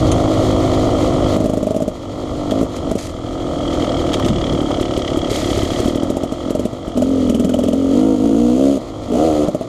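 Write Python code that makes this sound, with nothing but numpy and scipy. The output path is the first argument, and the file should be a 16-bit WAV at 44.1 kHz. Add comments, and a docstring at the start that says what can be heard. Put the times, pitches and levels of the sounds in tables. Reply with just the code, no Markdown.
"""A two-stroke dirt bike engine on a forest trail, heard at the rider's helmet.
Pulses timed by the crankshaft excite pipe and airbox spectra: a drone off the throttle, two hard pulls on it.
Lone firings pop as decaying pipe modes; light throttle adds burbles; pops under load ping the barrel.
Filtered noise gives piston and gear rattle, tyre hiss, scrubs, knocks and lumpy wind.
A limiter ducks everything at loud peaks and recovers slowly."""
import sys
import numpy as np
from scipy import signal
from scipy.fft import rfft, irfft, next_fast_len
from scipy.io import wavfile
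from scipy.ndimage import uniform_filter1d, minimum_filter1d

SR = 44100
rng = np.random.default_rng(int(sys.argv[2]) if len(sys.argv) > 2 else 0)


def digitize_waveform(pressure):
    """Quantize a signal to 16-bit integers and store it at the path in sys.argv[1].

    Rows of a 2-D input are taken as channels; values are limited to [-1, 1].
    """
    field = np.atleast_2d(pressure).T
    bounded = np.clip(field, -1, 1)
    quanta = np.round(bounded * 32767).astype(np.int16)
    wavfile.write(sys.argv[1], SR, quanta)


N = 426888
TIME = np.arange(N) / SR


# crankshaft speed: (time [s], speed [rev/s])
CRANK_SPEED = [(0, 52.9), (.2, 51.4), (.33, 53), (.44, 52.6), (.54, 51), (.6, 53), (.78, 51.3), (.99, 52.1),
               (1.12, 50.3), (1.2, 50.8), (1.33, 49.8), (1.42, 54), (1.95, 50.7), (2.09, 48.3),
               (2.18, 51.4), (2.27, 51), (2.47, 48.6), (2.6, 54), (2.86, 47), (2.94, 52), (3.18, 40.5),
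               (3.38, 45.4), (3.7, 41.2), (3.81, 42.8), (4.2, 37.7), (4.4, 36.3), (5.0, 34.8), (5.78, 34.9),
               (6.2, 45.5), (6.45, 42), (6.66, 50.5), (6.75, 51), (6.95, 41), (7.1, 45), (7.3, 40.5),
               (7.68, 42.5), (7.76, 45), (7.9, 45.2), (8.0, 52.2), (8.085, 55.3), (8.18, 50), (8.27, 57.6),
               (8.32, 53.4), (8.4, 59.6), (8.53, 61.4), (8.62, 67.8), (8.72, 70), (8.92, 51.5),
               (9.09, 48.5), (9.15, 60), (9.2, 75), (9.25, 82), (9.335, 75.3), (9.48, 73.3), (9.68, 57)]


def crank_rev_per_s():
    """Engine speed at every sample."""
    return in_time(CRANK_SPEED)[0]


def by_revs(level_db, per_octave_db, cruise_rev_per_s=50):
    """Gain: level_db at cruising revs, plus per_octave_db for each doubling of engine speed."""
    return from_db(level_db + per_octave_db * np.log2(crank_rev_per_s() / cruise_rev_per_s))


def port_openings():
    """The exhaust port opens once a revolution; the phase is bent so that pops fall on openings."""
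    turns = np.cumsum(crank_rev_per_s()) / SR
    pop_s = pops()[0]
    phase_error = np.unwrap(np.interp(pop_s, TIME, turns), period=1)
    turns = turns - np.interp(TIME, pop_s, phase_error)
    return TIME[1:][np.diff(np.floor(turns)) > 0]


# pulls on the throttle: (start [s], end [s], gain [dB])
THROTTLE_PULLS = [(6.949, 8.79, -5), (9.073, 9.464, -12)]


def throttle(open_s=0.013, close_s=0.019):
    """One row per pull: 1 while the throttle is open, 0 while coasting."""
    return np.array([held(start, end, open_s, close_s) for start, end, *_ in THROTTLE_PULLS])


def load():
    """How hard the engine pulls as a gain, 0 while coasting."""
    return from_db(np.transpose(THROTTLE_PULLS)[2]) @ throttle()


# throttle opening during the pulls: (time [s], level [dB])
THROTTLE_OPENING = [(6.95, -4.5), (7.88, -3), (7.97, -1), (8.1, 4), (8.17, -1), (8.24, -1), (8.32, 2),
                    (8.6, -3), (8.69, -6), (8.78, -23), (9.1, -1.5), (9.47, -17.5)]
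# exhaust resonances under throttle, from low to high revs: (frequency [Hz], relative level [dB])
LUGGING_SPECTRUM = [(45,-24), (90,-8.5), (150,-24.5), (220,-9), (268,5), (310,-3.5), (360,-14.5), (405,0),
                    (455,-9.5), (575,-10), (640,-29), (730,-38), (1500,-65.5)]
MIDRANGE_SPECTRUM = [(55,-17), (110,-8.5), (175,-20), (240,5.5), (300,3.5), (325,3.5), (372,-18), (435,-6),
                     (490,-4), (600,-26.5), (670,-12), (770,-33), (830,-60), (925,-23), (1050,-55),
                     (1400,-33), (1600,-60)]
ON_THE_PIPE_SPECTRUM = [(69,-21.5), (138,-20), (207,-11), (276,0.5), (345,-6.5), (414,-6), (483,-9.5),
                        (620,-5), (690,-14), (830,-53), (1350,-36), (1600,-50)]
FLAT_OUT_SPECTRUM = [(78,-11.5), (155,-14), (235,-6), (305,3.5), (385,-5), (485,1), (570,-2), (650,2),
                     (730,-5.5), (820,-24), (1000,-61), (1300,-16), (1600,-54)]
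# crossfades from each exhaust spectrum to the next: (from [rev/s], to [rev/s])
SPECTRUM_SHIFTS = [(46, 52), (62, 66), (71, 74)]
# hiss of the gas jet: (frequency [Hz], relative level [dB])
RASP_SPECTRUM = [(1800,-10), (2500,-2.5), (3200,4.5), (3800,-3), (4500,-1.5), (5600,-6.5), (6150,-0.5),
                 (6800,2.5), (7500,-5), (9000,-6.5), (10500,-11.5), (15000,-20)]


def pulling(openings, bark_hz=400, bark_db=0.0, boom_follows=0.22, echo_s=0.00442):
    """Every turn fires: the expansion chamber booms evenly, the silencer barks roughly, the jet rasps."""
    boom_turbulence, bark_turbulence = 0.06, 0.2
    silencer_echo, echo_wander = 0.35, 0.05
    revs = crank_rev_per_s()
    open_db, = in_time(THROTTLE_OPENING)
    boom_gain = from_db(boom_follows * open_db)

    firings = -scatter(openings - .002, spread_db=.5, jitter_s=.00003)
    gas = steady(noise() * fade(firings, 0.019))
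    boom = diffuse(steady(firings) + boom_turbulence * gas, delays_s=(.0036,), echo=-0.51)

    cracks = -scatter(openings - .002, spread_db=1.5, jitter_s=.00005)
    bark = steady(cracks) + bark_turbulence * gas
    # the silencer echo's delay wanders at random, so its resonances shift
    echo_time = TIME - echo_s * (1 + echo_wander * drift(11))
    bark = steady(bark + silencer_echo * np.interp(echo_time, TIME, bark))

    low = crossover(boom, bark_hz, "low") * boom_gain
    high = crossover(bark, bark_hz, "high") * from_db(bark_db + open_db)
    blasts = low + high

    # the exhaust resonances shift with the revs
    note = colour(blasts, LUGGING_SPECTRUM)
    higher_spectra = (MIDRANGE_SPECTRUM, ON_THE_PIPE_SPECTRUM, FLAT_OUT_SPECTRUM)
    for spectrum, speeds in zip(higher_spectra, SPECTRUM_SHIFTS):
        note = note + np.interp(revs, speeds, (0, 1)) * (colour(blasts, spectrum) - note)
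    note = steady(note) * boom_gain * by_revs(level_db=3.0, per_octave_db=13.5)
    rasp = steady(colour(gas, RASP_SPECTRUM)) * by_revs(level_db=-28.0, per_octave_db=18.5)
    return load() * (note + rasp)


# runs of evenly spaced lone firings:
# (first [s], last [s], count, peak of the ringing [dB], extra ring of the upper modes [dB])
LONE_FIRINGS = [(1.348, 1.348, 1, -12, -13), (1.368, 1.444, 3, 0.5, 1), (1.461, 1.575, 4, 5, 1),
                (1.6316, 1.7094, 3, 5.5, 4), (1.7477, 1.8049, 2, 1, 15), (1.7662, 1.8812, 3, 7.5, 1),
                (2.521, 2.521, 1, 1, 7), (2.615, 2.632, 2, 2.5, 0), (2.917, 2.956, 2, 6.5, -1),
                (4.264, 4.264, 1, -2, 13), (4.536, 4.617, 2, -13, -2), (4.813, 4.978, 2, -3.5, -4),
                (5.1746, 5.316, 2, -4, 3), (5.46, 5.517, 2, -10, -5), (5.577, 5.634, 2, -4.5, -2),
                (5.719, 5.719, 1, -12, 0), (5.804, 5.860, 2, -3, 3), (5.884, 6.034, 3, -1, -1),
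                (6.104, 6.237, 3, 4, 1.5), (6.324, 6.324, 1, 0, -2), (6.5082, 6.5966, 3, 5.5, 3),
                (6.656, 6.657, 1, 9, -4), (6.733, 6.881, 2, -2, -6), (6.976, 7.023, 2, 7, 5),
                (7.3, 7.449, 4, 7.5, -4), (7.495, 7.734, 6, 5.5, 6.5), (8.772, 8.772, 1, 4, 7),
                (9.121, 9.171, 4, 1, 12), (9.4867, 9.549, 2, 12.5, 2), (9.612, 9.612, 1, 7, 2)]


def pops():
    """Times [s], peaks [dB] and extra ring [dB] of all lone firings, in order."""
    firings = []
    for first, last, count, peak_db, ring_db in LONE_FIRINGS:
        for s in np.linspace(first, last, round(count)):
            firings.append((s, peak_db, ring_db))
    return np.transpose(sorted(firings))


# pipe ring after a pop: (frequency [Hz], near idle [dB], on the overrun [dB], under load [dB],
# extra at high revs [dB], t60 [s])
PIPE_RING_MODES = [(83,6,-5.5,-14,-13,0.026), (186,-22,-5.5,-55,7,0.055), (240,-17,-3.5,10,0,0.14),
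                   (347,11.5,2,-7,-2.5,0.059), (515,-17,-0.5,9,2,0.022), (625.5,-9,-1.5,-8.5,2,0.048),
                   (1260,-11,-20,-18,-4,0.026)]
# gas jet of a pop: (frequency [Hz], relative level [dB])
SPIT_SPECTRUM = [(1800, 3.5), (3100, 10.5), (4500, 3.5), (7000, 11), (9000, 5), (12000, -0.5), (15000, -8)]


def popping(detune=0.081, rise_cycles=1.0, silencer_lag_s=0.00473, silencer_echo=0.94, size=4000):
    """Mixture piles up and fires at once; the pipe rings, each mode detuned at random from pop to pop."""
    s, peak_db, ring_db = pops()
    bangs = np.zeros(N + size)
    hz, idle_db, overrun_db, loaded_db, fast_db, t60 = np.transpose(PIPE_RING_MODES)[:, :, None]
    t = (np.arange(size) - size // 10) / SR
    upper = hz > 400
    # near idle the charge burns lazily and knocks low; under load the chamber booms
    revs = np.interp(s, TIME, crank_rev_per_s())
    lazy = np.interp(revs, (38, 43), (1, 0))
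    fast = np.interp(revs, (46, 51), (0, 1))
    loaded = np.interp(s, TIME, throttle().sum(axis=0))

    for k, detuning in enumerate(rng.standard_normal((len(s), len(hz), 1))):
        struck_db = overrun_db + lazy[k] * (idle_db - overrun_db)
        struck_db = struck_db + loaded[k] * (loaded_db - overrun_db)
        struck_db = struck_db + fast[k] * fast_db + ring_db[k] * upper
        wave = 0
        # the silencer throws the upper modes back a second time
        for age_s, share in ((t, 1), (t - silencer_lag_s, silencer_echo * upper)):
            cycles = hz * (1 + detune * detuning) * age_s
            swell = np.exp(-(np.minimum(cycles, 0) / rise_cycles) ** 2)
            decay = from_db(struck_db - 60 * np.maximum(age_s, 0) / t60)
            wave = wave + np.sum(share * swell * decay * np.cos(2 * np.pi * cycles), axis=0)
        start = int((s[k] + t[0]) * SR)
        bangs[start:start + size] += from_db(peak_db[k]) * wave / wave.max()

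    jet = uniform_filter1d(fade(clicks(s - .003, from_db(peak_db)), 0.011), size=160)
    spit = jet * rms_one(colour(noise(), SPIT_SPECTRUM))
    return bangs[:N] + spit * by_revs(level_db=-29.5, per_octave_db=-7.5)


# light throttle, turns half burn: (start [s], end [s], level [dB])
LIGHT_THROTTLE = [(1.378, 1.897, -19), (2.498, 2.657, -14.5), (2.827, 3, -24), (5.824, 6.276, -21.5),
                  (6.442, 6.654, -19)]
# half-burnt charge: (frequency [Hz], relative level [dB])
THUMP_SPECTRUM = [(120, -15.5), (195, 1), (290, 9), (370, -21), (450, -4.5), (620, -2), (800, -24)]


def burbling(openings, attack_s=0.021, release_s=0.016):
    """A half-burnt charge leaves the pipe as one soft, short thump each turn."""
    charges = -scatter(openings - .002, spread_db=2.0, jitter_s=.0002)
    strength = 0
    for start, end, db in LIGHT_THROTTLE:
        strength = strength + from_db(db) * held(start, end, attack_s, release_s)
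    return strength * steady(colour(charges, THUMP_SPECTRUM))


def drone_return(dip_db=-3.0, return_s=0.22):
    """The drone gain is down when the throttle shuts and takes a moment to come back."""
    shut_s = [end for _, end, _ in THROTTLE_PULLS + LIGHT_THROTTLE]
    return from_db(dip_db * np.minimum(fade(clicks(shut_s, 1), return_s), 1))


# pipe, single turn near idle, airbox, airbox at low revs: (frequency [Hz], relative level [dB])
DRONE_SPECTRUM = [(50,-8.5), (75,-13.5), (103,1.5), (150,-9.5), (205,-9), (260,3), (315,3.5), (365,-1),
                  (415,-10.5), (475,-4.5), (540,-5.5), (630,-5.5), (730,-9.5), (860,-28.5)]
CHUFF_SPECTRUM = [(60,-23), (90,-11), (150,-6), (230,4), (290,6), (340,4), (385,4.5), (440,-21), (600,-35),
                  (800,-15)]
INTAKE_SPECTRUM = [(600, -14), (780, -1), (1000, -2.5), (1200, 1), (1370, -3.5), (1550, -25), (2000, -21)]
SLOW_INTAKE_SPECTRUM = [(600, -16.5), (800, -6), (980, -3.5), (1200, 3.5), (1340, -4.5), (1550, -14),
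                        (2000, -34)]


def coasting(openings, turbulence_hz=430, eddies=0.36, breakup=0.72, idle_db=-0.5, chuff_db=-4):
    """Pumped unburnt air gives a soft pulse and a turbulent puff each turn, through pipe and airbox."""
    revs = crank_rev_per_s()
    pulses = -scatter(openings - .002, spread_db=1.2, jitter_s=.00007)
    puffs = steady(noise() * (fade(-pulses, 0.15) + 1.3))
    # low orders stay nearly clean, higher ones drown in turbulence
    high_pass = signal.butter(4, turbulence_hz, "high", fs=SR, output="sos")
    puffs = eddies * steady(noise()) + 1.15 * signal.sosfilt(high_pass, puffs)

    # near idle the drone breaks up into separate chuffs
    idling = np.interp(revs, (38, 47), (1, 0))
    hum = diffuse(steady(pulses), delays_s=(.0067,), echo=-0.69) * (1 - breakup * idling)
    drone = steady(colour(hum + puffs, DRONE_SPECTRUM)) * from_db(idle_db * idling)
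    drone = drone + idling * from_db(chuff_db) * steady(colour(pulses, CHUFF_SPECTRUM))

    gulps = scatter(openings + .012, spread_db=2.2, jitter_s=.00004)
    rush = steady(noise() * (fade(gulps, 0.033) + 5.0))
    air = diffuse(steady(gulps) + .7 * rush, delays_s=(.0023,), echo=.5)
    # at low revs the airbox has its own spectrum and more distinct gulps
    slow = np.interp(revs, (46, 51), (1, 0))
    slow_honk = steady(colour(steady(gulps) + 0.66 * air, SLOW_INTAKE_SPECTRUM))
    fast_honk = steady(colour(air, INTAKE_SPECTRUM))
    honk = steady(slow * slow_honk + (1 - slow) * fast_honk)

    drone = drone * drone_return() * by_revs(level_db=-15.5, per_octave_db=11.0)
    return drone + honk * by_revs(level_db=-29.5, per_octave_db=7.5)


def pinging(ping_db=-18, ping_hz=3050, ring_s=0.11, early_s=0.0045):
    """Under load each lone firing pings in the barrel, just before its pop leaves the pipe."""
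    strikes = scatter(pops()[0] - early_s, spread_db=1.2, jitter_s=.0003) * load()
    return from_db(ping_db) * fade(strikes, 0.0062) * rms_one(ring(noise(), ping_hz, ring_s))


# piston and gears; tyres and chain: (frequency [Hz], relative level [dB])
RATTLE_SPECTRUM = [(1450, -28), (1650, -25), (1900, -2.5), (2250, -6), (2600, -14.5), (3000, 0.5),
                   (3280, 8), (3600, -7.5), (4150, -8.5), (4700, -9), (6800, -7), (9000, -14.5),
                   (15000, -56)]
HISS_SPECTRUM = [(1500, -3), (2000, 10), (2600, 0.5), (3300, 6.5), (4300, 8), (4900, 3), (5700, -0.5),
                 (6800, 4.5), (8000, -4.5), (10000, -9), (12500, -14), (15000, -19)]


def running_gear(openings, grit_db=1.5, uneven_db=2.0, top_hiss_db=-28.0):
    """The piston slaps unevenly once a turn, the gears whirr; tyres and chain hiss on damp dirt."""
    slaps = fade(scatter(openings + .014, spread_db=2.0, jitter_s=.001), .0055)
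    slap_noise = colour(noise() * uniform_filter1d(slaps, size=130), RATTLE_SPECTRUM)
    ticks = steady(crossover(slap_noise, 5700, "low")) * from_db(uneven_db * drift(12))
    whirr = steady(colour(noise(), RATTLE_SPECTRUM))
    grit = noise() * from_db(grit_db * drift(320) + 2.0 * drift(27))
    hiss_gain = np.minimum(by_revs(level_db=-37.5, per_octave_db=12.5), from_db(top_hiss_db))
    hiss = rms_one(colour(grit, HISS_SPECTRUM)) * hiss_gain
    ticks = ticks * by_revs(level_db=-42.5, per_octave_db=-20)
    return ticks + whirr * by_revs(level_db=-38.5, per_octave_db=2) + hiss


# tyre scrubs under braking: (start [s], end [s], grit [dB], spray [dB]), before the bite boost
TYRE_SCRUBS = [(2.754, 2.802, -50, -35), (2.975, 3.136, -35, -31.5), (5.293, 5.98, -35.5, -40)]
# dirt flung off the tyre: (frequency [Hz], relative level [dB])
SPRAY_SPECTRUM = [(2000,0), (3600,-7), (4600,0.5), (5500,-2), (6500,0.5), (8000,-4), (12000,-13.5),
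                  (15000,-24)]


def scrubbing_tyre(attack_s=0.013, release_s=0.079, uneven_db=1.5, bite=0.62, bite_s=0.12,
                   pebbles_per_s=500, pebble_share=1.0):
    """Under braking the tyre bites, grinds over the dirt and flings up soil and pebbles unevenly."""
    spans = []
    for start, end, *_ in TYRE_SCRUBS:
        bite_gain = 1 + bite * np.exp(-np.abs(TIME - start) / bite_s)
        spans.append(held(start, end, attack_s, release_s) * bite_gain)
    grit, spray = from_db(np.transpose(TYRE_SCRUBS)[2:]) @ np.array(spans)
    hits = noise() * (rng.random(N) < pebbles_per_s / SR)
    pebbles = rms_one(noise() * fade(hits, .0006))
    grinding = grit * rms_one(colour(noise(), HISS_SPECTRUM))
    flung = spray * rms_one(colour(noise() + pebble_share * pebbles, SPRAY_SPECTRUM))
    return (grinding + flung) * from_db(uneven_db * drift(60))


# knocks: chassis bumps, and at 2.51 s a detonation ping with a thud:
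# (time [s], thud [dB], clack [dB], chink [dB])
KNOCK_LEVELS = [(0.116,-24,-40,-21), (2.51,-16,-21,-42), (4.133,-24,-22,-41), (4.14,-24,-21.5,-33),
                (4.188,-28,-49,-53), (4.199,-11.5,-46,-50), (4.247,-30,-25,-40), (4.284,-19,-19.5,-40),
                (4.706,-14.5,-45,-39)]
# wheels dropping into ruts: (time [s], level [dB])
RUT_DROPS = [(4.24, -14), (4.295, -11), (4.36, -16.5), (4.52, -13)]
# thud, clack, chink, suspension thump: (frequency [Hz], relative level [dB])
THUD_SPECTRUM = [(250,-18), (520,5), (1150,1), (1600,-18), (3000,-33)]
CLACK_SPECTRUM = [(1200,-11), (2000,-4), (2600,-8), (3200,6.5), (4200,-7), (7000,-8.5), (10000,-22),
                  (15000,-30)]
CHINK_SPECTRUM = [(3000,2), (5500,-15), (6400,6), (7500,-8), (10000,-7), (15000,-42)]
SUSPENSION_SPECTRUM = [(50,-21), (90,1), (190,-5), (300,-8), (600,-38)]


def knocking():
    """Chassis bumps and one detonation ping as decaying thud, clack and chink; ruts thump the suspension."""
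    s, *levels = np.transpose(KNOCK_LEVELS)
    spectra, decays_s = (THUD_SPECTRUM, CLACK_SPECTRUM, CHINK_SPECTRUM), (0.006, 0.009, 0.011)
    knocks = 0
    for db, spectrum, decay_s in zip(levels, spectra, decays_s):
        knocks = knocks + rms_one(colour(noise(), spectrum)) * fade(clicks(s, from_db(db)), decay_s)
    rut_s, rut_db = np.transpose(RUT_DROPS)
    jolts = uniform_filter1d(fade(clicks(rut_s, from_db(rut_db)), 0.038), size=300)
    return knocks + jolts * steady(colour(noise(), SUSPENSION_SPECTRUM))


# wind before its lumps: (time [s], level [dB])
WIND_LEVEL = [(0, -15), (.3, -22.5), (3.1, -22.5), (3.8, -26), (4.35, -23.5), (4.7, -26.5), (9.68, -24.5)]
# wind: (frequency [Hz], relative level [dB])
GUST_SPECTRUM = [(15,-9), (30,-4), (55,-1), (90,-1), (170,-6), (300,-18), (700,-33), (1500,-55)]


def wind(lumpy_db=1.2):
    """Eddies buffet the microphone: low noise with a wandering level."""
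    level_db = in_time(WIND_LEVEL)[0] + lumpy_db * drift(19)
    return rms_one(colour(noise(), GUST_SPECTRUM)) * from_db(level_db)


def from_db(db):
    """Decibels to amplitude."""
    return 10 ** (np.asarray(db) / 20)


def rms_one(x):
    """Scales the whole signal to rms 1."""
    return x / np.sqrt(np.mean(x ** 2) + 1e-20)


def in_time(rows):
    """The columns of a curve at every sample."""
    s, *columns = np.transpose(rows)
    return [np.interp(TIME, s, c) for c in columns]


def noise():
    """White noise."""
    return rng.standard_normal(N)


def drift(knots_per_s):
    """Random curve of rms 1, linear between knots."""
    knots = rng.standard_normal(4000)
    return rms_one(np.interp(TIME * knots_per_s, np.arange(len(knots)), knots))


def colour(x, spectrum, size=4096):
    """Minimum-phase filter with the given spectrum: a click rings on in its resonances."""
    hz, db = np.transpose(spectrum)
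    log_hz = np.log(hz)
    grid = np.log(np.maximum(np.fft.rfftfreq(size, 1 / SR), 1))
    # beyond the end points the response falls off
    outside = np.abs(grid - np.clip(grid, log_hz[0], log_hz[-1]))
    response_db = np.interp(grid, log_hz, db) - 20 * outside
    # folding the cepstrum makes the filter causal
    cepstrum = irfft(np.log(from_db(response_db)))
    cepstrum[1:size // 2] *= 2
    cepstrum[size // 2 + 1:] = 0
    return signal.oaconvolve(x, irfft(np.exp(rfft(cepstrum))))[:N]


def steady(x, size=4400):
    """Holds the running rms near 1."""
    power = uniform_filter1d(uniform_filter1d(x ** 2, size), size)
    return x / np.sqrt(np.abs(power) + 1e-12)


def ring(x, hz, t60):
    """Resonator: a unit click sets a decaying sine ringing, t60 in s."""
    r, w = from_db(-60 / (t60 * SR)), 2 * np.pi * hz / SR
    return signal.lfilter([0, np.sin(w)], [1, -2 * r * np.cos(w), r * r], x + 1e-18)


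def clicks(times_s, sizes):
    """One-sample clicks."""
    out = np.zeros(N)
    out[np.clip(np.round(np.asarray(times_s) * SR).astype(int), 0, N - 1)] = sizes
    return out


def fade(x, seconds):
    """Each click becomes an exponential decay of the same height."""
    return signal.lfilter([1], [1, -np.exp(-1 / (seconds * SR))], x + 1e-18)


def scatter(times_s, spread_db, jitter_s):
    """Clicks of uneven strength and timing."""
    chance = rng.standard_normal((len(times_s), 2))
    return clicks(times_s + jitter_s * chance[:, 1], from_db(spread_db * chance[:, 0]))


def held(start, end, attack_s, release_s):
    """Rises after the start, holds at 1 and has fallen by the end."""
    return np.clip(np.minimum((TIME - start) / attack_s, (end - TIME) / release_s), 0, 1)


def diffuse(x, delays_s, echo):
    """All-pass reflections between bike, rider and ground spread each pulse without colouring it."""
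    size = next_fast_len(N + SR // 2)
    spectrum, echo = rfft(x, size), np.clip(echo, -.85, .85)
    for delay_s in delays_s:
        late = np.exp(-2j * np.pi * np.fft.rfftfreq(size, 1 / SR) * delay_s)
        spectrum = spectrum * (late - echo) / (1 - echo * late)
    return irfft(spectrum, size)[:N]


def crossover(x, hz, side):
    """The low or high side of a sound; the two add up to an even whole."""
    sos = signal.butter(2, hz, side, fs=SR, output="sos")
    return signal.sosfilt(sos, signal.sosfilt(sos, x))


def limiter(x, ceiling_db=-2.5, recovery_db_per_s=12.5, size=90):
    """Turns down just ahead of each peak over the ceiling, then comes back up at a steady rate."""
    over_db = np.maximum(20 * np.log10(np.abs(x) + 1e-9) - ceiling_db, 0)
    recovered_db = recovery_db_per_s * TIME
    gain_db = recovered_db - np.maximum.accumulate(over_db + recovered_db, axis=-1)
    return x * from_db(uniform_filter1d(minimum_filter1d(gain_db, size), size))


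def scene():
    """Engine, running gear, tyre, knocks and wind in one channel."""
    openings = port_openings()
    engine = pulling(openings) + popping() + burbling(openings) + coasting(openings) + pinging()
    bike = engine + running_gear(openings) + scrubbing_tyre() + knocking()
    return (bike + wind())[None]


def record(dry, stop_hz=16000):
    """The limiter holds the peaks down and a steep low-pass cuts the top."""
    low_pass = signal.cheby2(14, 70, stop_hz, fs=SR, output="sos")
    return signal.sosfilt(low_pass, limiter(dry))


dry = scene()
out = record(dry)
digitize_waveform(out)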